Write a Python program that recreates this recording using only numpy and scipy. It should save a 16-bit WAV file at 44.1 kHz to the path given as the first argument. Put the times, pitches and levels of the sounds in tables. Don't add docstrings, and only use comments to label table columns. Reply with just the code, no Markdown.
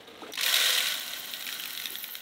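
import sys
import numpy as np
from scipy import signal
from scipy.fft import rfft, irfft
from scipy.io import wavfile

SR = 44100
rng = np.random.default_rng(int(sys.argv[2]) if len(sys.argv) > 2 else 0)


def linear_from_db(decibels):
    return 10 ** (np.asarray(decibels, float) / 20)


def store_wav(level_fs):
    pcm = np.round(np.clip(np.atleast_2d(level_fs), -1, 1) * 32767)
    wavfile.write(sys.argv[1], SR, pcm.T.astype(np.int16))


N = 97461

# (time [s], level [dB])
WATER = [(0, -50.5), (.06, -58), (.08, -51), (.13, -52), (.2, -51), (.222, -52.5), (.27, -48), (.32, -52.5),
         (.335, -54), (.37, -74), (.4, -55)]
# (frequency [Hz], gain [dB])
SPLASH = [(100, -3), (300, -25), (480, 1.5), (800, -4), (1300, -3.5), (4300, 0), (6000, -19), (15500, -25)]
# (frequency [Hz], width [Hz], gain [dB])
TANK = [
    (312, 9.8, -1.5),
    (470, 40, 1.5),
    (1220, 130, -11),
    (1610, 33, -11),
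]
# (time [s], level [dB], pitch [Hz], time to fall 60 dB [s])
GLUGS = [(.003, -50, 470, .3), (.076, -44, 3820, .04), (.106, -50, 480, .1), (.16, -49, 470, .2),
         (.217, -42, 3800, .05), (.22, -38, 800, .034), (.223, -42, 310, .46), (.23, -41, 450, .12),
         (.233, -37, 1285, .05), (.259, -41, 480, .2), (.265, -45, 1450, .04), (.29, -42, 680, .084),
         (.288, -42, 430, .2), (1.52, -54, 415, .08), (1.906, -47.5, 370, .06), (1.926, -48, 380, .07)]
# (time [s], peak [dB], ring [Hz])
DROPS = [(0.009, -56, 7840), (0.0233, -63, 12230), (0.0368, -57, 12210), (0.0441, -57, 5150),
         (0.0509, -48, 5400), (0.0826, -48, 12400), (0.0894, -59, 6370), (0.0989, -51, 13720),
         (0.1336, -62, 5400), (0.1411, -64, 6360), (0.1677, -49, 5580), (0.1743, -52, 12000),
         (0.2107, -55, 5840), (0.216, -52, 7000), (0.2242, -53.5, 10200), (0.232, -59, 8010),
         (0.2541, -57, 5230), (0.2745, -49, 7770), (0.2809, -52, 6220), (0.2971, -49, 7390)]
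# (time [s], level [dB])
CLINKS = [
    (0.321, -45),
    (1.24, -59),
    (1.56, -57),
    (1.8, -57),
    (1.84, -54),
    (1.97, -56),
]

# (time [s], level [dB])
CLATTER = [(.37, -45.5), (.43, -33.5), (.5, -29), (.53, -27.5), (.7, -27), (.9, -33), (1.0, -37.5),
           (1.2, -41), (1.45, -41.5), (1.5, -39.5), (1.7, -41), (1.9, -43.5), (2.1, -47), (2.21, -49)]
# (time [s], peak [dB], ring [Hz])
FIRST_BEANS = [
    (0.335, -22.5, 3640),
    (0.3537, -20.5, 4000),
    (0.3744, -18.5, 2900),
    (0.3828, -32, 3880),
    (0.388, -18.5, 3900),
    (0.394, -20.5, 2950),
    (0.409, -12, 3980),
    (0.423, -34, 3620),
    (0.512, -26, 3330),
]
# (time [s], peak [dB], ring [Hz])
POUR_BEANS = [(0.4302, -11.5, 4150), (0.4376, -13, 4020), (0.4604, -8.5, 3570), (0.4776, -16, 3000),
              (0.4864, -16.5, 3360), (0.4925, -14, 3930), (0.5005, -35, 2830), (0.5252, -13, 3340),
              (0.5401, -6, 3730), (0.5545, -12, 3770), (0.564, -10.5, 3830), (0.5694, -21, 3700),
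              (0.582, -13, 3380), (0.586, -29, 4000), (0.5996, -12.5, 3730), (0.6126, -16, 3300),
              (0.6227, -14.5, 3300), (0.637, -16, 3840), (0.6463, -17, 3780), (0.6569, -11, 3300),
              (0.6658, -16.5, 3760), (0.674, -18, 2860), (0.6831, -14, 3260), (0.694, -12, 3170),
              (0.7038, -12, 3860), (0.7154, -20.5, 3830), (0.7224, -22, 3680), (0.7308, -22, 3860),
              (0.7389, -22, 3800), (0.7496, -14, 3770), (0.7736, -16, 3100), (0.7804, -11.5, 3250),
              (0.79, -21, 3050), (0.8038, -11, 3140), (0.814, -27, 3340), (0.8312, -23, 3950),
              (0.8384, -22, 3880), (0.856, -19, 2700), (0.8671, -14.5, 3940), (0.8776, -18.5, 3200),
              (0.8843, -14, 4070), (0.8914, -39, 2980), (0.9, -18.5, 3350), (0.9092, -22.5, 3980),
              (0.9196, -17.5, 3670), (0.94, -19, 3730), (0.9507, -23, 3470), (0.9794, -23.5, 3190),
              (0.9917, -22.5, 4180), (1.0066, -25.5, 3380), (1.0228, -29, 2690), (1.0581, -29.5, 2660)]
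# (time [s], peak [dB], ring [Hz])
LATE_BEANS = [(1.0784, -21, 3820), (1.1335, -20, 3540), (1.2944, -29, 3860), (1.3366, -15.5, 3830),
              (1.3677, -27, 3780), (1.408, -26, 3740), (1.4237, -21.5, 3850), (1.4664, -17, 3660),
              (1.476, -17, 4200), (1.4889, -17.5, 3080), (1.5044, -25, 3700), (1.526, -19, 3800),
              (1.5973, -18.5, 3100), (1.637, -18.5, 3950), (1.6564, -18, 3020), (1.7063, -20.5, 3800),
              (1.7496, -22, 3770), (1.7749, -19.5, 3660), (1.799, -19, 3580), (1.8204, -20.5, 3900),
              (1.8382, -24, 3420), (1.8562, -12.5, 3550), (1.8684, -24, 3600), (1.9546, -17.5, 3560),
              (1.9835, -38, 3700), (2.041, -17.5, 3620), (2.0887, -27.5, 2260), (2.153, -17.5, 3660),
              (2.2044, -33, 2650)]
# (frequency [Hz], width [Hz], gain [dB])
HOPPER_WALLS = [(674, 143, -0.5), (1100, 130, 0.5), (1415, 270, -5), (1490, 80, -0.5), (1920, 250, -1.5),
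                (2110, 110, -8)]
# (frequency [Hz], gain [dB])
SNAP = [(800, -66), (2500, -10), (4300, -2), (5800, -14), (9000, -10), (15500, -17.5)]
# (time [s], gain [dB])
BOOM_FADE = [
    (1.25, -2),
    (1.6, -8.5),
]
# (time [s], gain [dB])
CHUTE_BOOM = [
    (.4, 14),
    (.42, 5),
    (.5, 6),
    (.54, -8),
]
# (time [s], gain [dB])
PANEL_BOOM = [(.4, 2), (.52, -12.5), (.6, 4), (.8, 0.5), (.9, -29), (1.2, -16)]
# (frequency [Hz], gain [dB])
KNOCK = [(500, -23), (1100, -16), (1800, -5.5), (4500, -12.5), (6000, -2), (16000, 10)]

# (time [s], level [dB])
TICKING = [(.37, -77), (.45, -35), (.7, -40), (1.0, -45), (1.4, -43.5), (1.8, -43), (2.15, -40.5),
           (2.21, -48)]
# (time [s], peak [dB], ring [Hz])
TICKS = [(.9022, -28, 14000), (.9411, -21, 15200), (.997, -19, 14200), (1.0632, -25, 13600),
         (1.1832, -30, 12600), (1.258, -26, 13070), (1.2727, -27, 12960), (1.1363, -27, 13300),
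         (1.1692, -34, 13000), (1.1973, -20, 15200), (1.32, -31, 14600), (1.3833, -36, 13300),
         (1.5209, -27, 14000), (1.5424, -19.5, 12400), (1.6066, -21, 12200), (1.6601, -27, 14300),
         (1.676, -22, 14400), (1.7315, -22, 14800), (1.816, -27, 11400), (1.8693, -30.5, 10900),
         (1.9041, -18, 10600), (1.927, -37, 12200), (1.9855, -23, 12700), (2.0004, -23, 13600),
         (2.0104, -23, 13200), (2.03, -24, 11400), (2.0388, -19, 12600), (2.049, -27, 13100),
         (2.0797, -27, 12500), (2.108, -25, 12300), (2.121, -20.5, 13000), (2.1304, -21, 15200),
         (2.137, -28, 12800), (2.1524, -31, 14100), (2.1714, -30, 14600)]
# (frequency [Hz], gain [dB])
TICK_COLOUR = [(3000, -21), (8000, -23.5), (10500, -6), (16000, -4)]

# (frequency [Hz], time to fall 60 dB [s])
ROOM_T60 = [
    (300, 0.59),
    (3000, 0.12),
    (15000, 0.011),
]
# (frequency [Hz], gain [dB])
ROOM_TONE = [(15, -54), (32, -9), (60, -8.5), (136, -14), (223, -2.5), (275, -3.5), (366, -7.5), (541, -18),
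             (719, -8.5), (900, -11), (1170, -30), (1980, -120)]
# (time [s], gain [dB])
TONE_FADE = [(1.8, 3.5), (2.21, -2.5)]
# (frequency [Hz], gain [dB])
MIC = [(30, -18), (100, -1.5), (3850, 1.5), (4300, -4), (4650, -8), (5600, 2.5), (15700, 3), (16100, -49)]

CHANGE_S = 0.324
BEANS_START_S = 0.372
HIT_RISE_S, HEAP_RISE_S = 0.0014, 0.0009
SINGLE_DB = -5


def curve(points):
    return np.interp(np.arange(N) / SR, *np.transpose(points))


def evened(x):
    return x / np.sqrt(np.mean(x ** 2) + 1e-20)


def read(points, hz):
    f, value = np.transpose(points)
    return np.interp(np.log(hz + 1), np.log(f + 1), value)


def colour(x, points):
    hz = np.fft.rfftfreq(len(x), 1 / SR)
    gain = linear_from_db(read(points, hz)) * (hz < points[-1][0] * 1.04)
    return irfft(rfft(x) * gain, len(x))


def resonate(x, hz, width):
    return signal.lfilter(*signal.iirpeak(hz, hz / width, SR), x)


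def resonate_twice(x, hz, width):
    return resonate(resonate(x, hz, width), hz, width)


def scatter(shapes, per_s, spread_db):
    size = linear_from_db(spread_db * np.minimum(rng.exponential(1, N), 4))
    size = size * (rng.random(N) < per_s / SR)
    which = rng.integers(0, len(shapes), N)
    return sum(signal.oaconvolve(size * (which == k), s)[:N] for k, s in enumerate(shapes))


def add(mix, s, sound):
    part = mix[round(s * SR):][:len(sound)]
    part += sound[:len(part)]


def burst(rise_s):
    u = np.arange(900) / SR / rise_s
    return u * np.exp(1 - u) * rng.standard_normal(900)


def room_tone():
    return linear_from_db(-60 + curve(TONE_FADE)) * evened(colour(rng.standard_normal(N), ROOM_TONE))


def glug(hz, t60):
    t = np.arange(7000) / SR
    note = np.sin(2 * np.pi * hz * (t + 0.27 * t * t))
    rough = evened(resonate(rng.standard_normal(7000), hz, 0.18 * hz))
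    return linear_from_db(-60 * t / t60) * np.minimum(t / 0.00078, 1) * (note + 0.5 * rough)


def water():
    grains = scatter([burst(0.002) for _ in range(20)], 1800, 2.2)
    level = linear_from_db(curve(WATER))
    ringing = sum(linear_from_db(db) * resonate(grains, hz, width) for hz, width, db in TANK)
    air = linear_from_db(-2) * level * evened(ringing)
    late = np.zeros(N)
    for s, db, hz, t60 in GLUGS:
        add(air if s < CHANGE_S else late, s, linear_from_db(db) * glug(hz, t60))
    before_change = np.clip((CHANGE_S - np.arange(N) / SR) / 0.011, 0, 1)
    return late + air * before_change + level * evened(colour(grains, SPLASH))


def droplets():
    out = np.zeros(N)
    for s, db, hz in DROPS:
        spit = resonate_twice(burst(0.001), hz, 1500)
        add(out, s, linear_from_db(db - 4.5) * spit / abs(spit).max())
    return out


def jar():
    hz, width_hz, t60 = 5860, 140, 0.059
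    out, t = np.zeros(N), np.arange(6000) / SR
    for k, (s, db) in enumerate(CLINKS):
        rough = evened(resonate(rng.standard_normal(6000), hz, width_hz))
        ring = np.sin(2 * np.pi * hz * t) + 1.6 * rough
        ring_s = t60 * (4 if k else 1)
        add(out, s, linear_from_db(db - 60 * t / ring_s) * np.minimum(t / 0.0034, 1) * ring)
        add(out, s, linear_from_db(db + 2) * burst(0.0009))
    return out


def clack(hz):
    blow = burst(HIT_RISE_S * rng.uniform(0.14, 1.56))
    return blow + 0.71 * resonate(blow, hz, 0.41 * hz)


def hopper(blows):
    damped = blows * linear_from_db(curve(BOOM_FADE))
    shell = sum(linear_from_db(db) * resonate(damped if hz < 1200 else blows, hz, width)
                for hz, width, db in HOPPER_WALLS)
    shell = shell + linear_from_db(-3) * resonate(blows * (linear_from_db(curve(CHUTE_BOOM)) - 1), 1057, 47.0)
    shell = shell + resonate(blows * linear_from_db(curve(PANEL_BOOM)), 518.4, 34.4)
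    shell = shell + linear_from_db(-2.5) * resonate(blows, 3100, 700)
    shell = shell + linear_from_db(0.5) * resonate(blows, 3850, 300)
    no_bass = signal.butter(6, 450, "high", fs=SR, output="sos")
    return signal.sosfilt(no_bass, shell) + colour(blows, SNAP)


def bean_body(blow, hz):
    partner_hz = 0.64 * hz * rng.uniform(0.87, 1.218)
    body = resonate_twice(blow, hz, 1500) + linear_from_db(-5) * resonate_twice(blow, partner_hz, 1500)
    return body / abs(body).max()


def clatter():
    shapes = [clack(hz) for hz in np.geomspace(1300, 6500, num=40)]
    stream = evened(scatter(shapes, 2600, 1.8))
    unit = np.std(hopper(stream))
    blows = stream * linear_from_db(curve(CLATTER)) * (np.arange(N) > BEANS_START_S * SR)
    knocks, own = np.zeros(N), np.zeros(N)
    pour = [(s, db - 0.5, hz) for s, db, hz in POUR_BEANS]
    for s, db, hz in FIRST_BEANS + pour + LATE_BEANS:
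        blow = burst(HIT_RISE_S * 1.65 if s < 1.07 else HEAP_RISE_S)
        hits_full = 0.37 < s < 0.4
        add(blows if hits_full else knocks, s, linear_from_db(db + SINGLE_DB - 10.5) * blow)
        add(own, s, linear_from_db(db + SINGLE_DB) * bean_body(blow, hz))
    return hopper(blows + colour(knocks, KNOCK)) / unit + own


def tick(hz):
    puff = resonate_twice(burst(0.0005), hz, 2600)
    return puff / abs(puff).max()


def ticking():
    shapes = [tick(hz) for hz in np.linspace(11400, 16700, num=40)]
    stream = evened(scatter(shapes, 930, 3.5))
    out = stream * linear_from_db(curve(TICKING)) * (np.arange(N) > BEANS_START_S * SR)
    for s, db, hz in TICKS:
        add(out, s, linear_from_db(db - 2) * tick(hz))
    return colour(out, TICK_COLOUR)


def room(x):
    hz, t, z = signal.stft(rng.standard_normal(SR // 2), SR, nperseg=256)
    decay = linear_from_db(-60 * t / read(ROOM_T60, hz)[:, None])
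    tail = signal.istft(z * decay, SR, nperseg=256)[1][128:]
    delayed = np.r_[np.zeros(200), tail / np.linalg.norm(tail)]
    return signal.fftconvolve(x, delayed)[:N]


def scene():
    close = droplets() + jar() + clatter() + ticking()
    hiss = linear_from_db(-92) * rng.standard_normal(N)
    return (close + linear_from_db(-13.5) * room(close) + water() + room_tone() + hiss)[None]


def low_pass(x):
    return signal.sosfilt(signal.butter(12, 16560, fs=SR, output="sos"), x)


def record(dry):
    mix = colour(dry[0], MIC)[None]
    return low_pass(mix)


dry = scene()
out = record(dry)
store_wav(out)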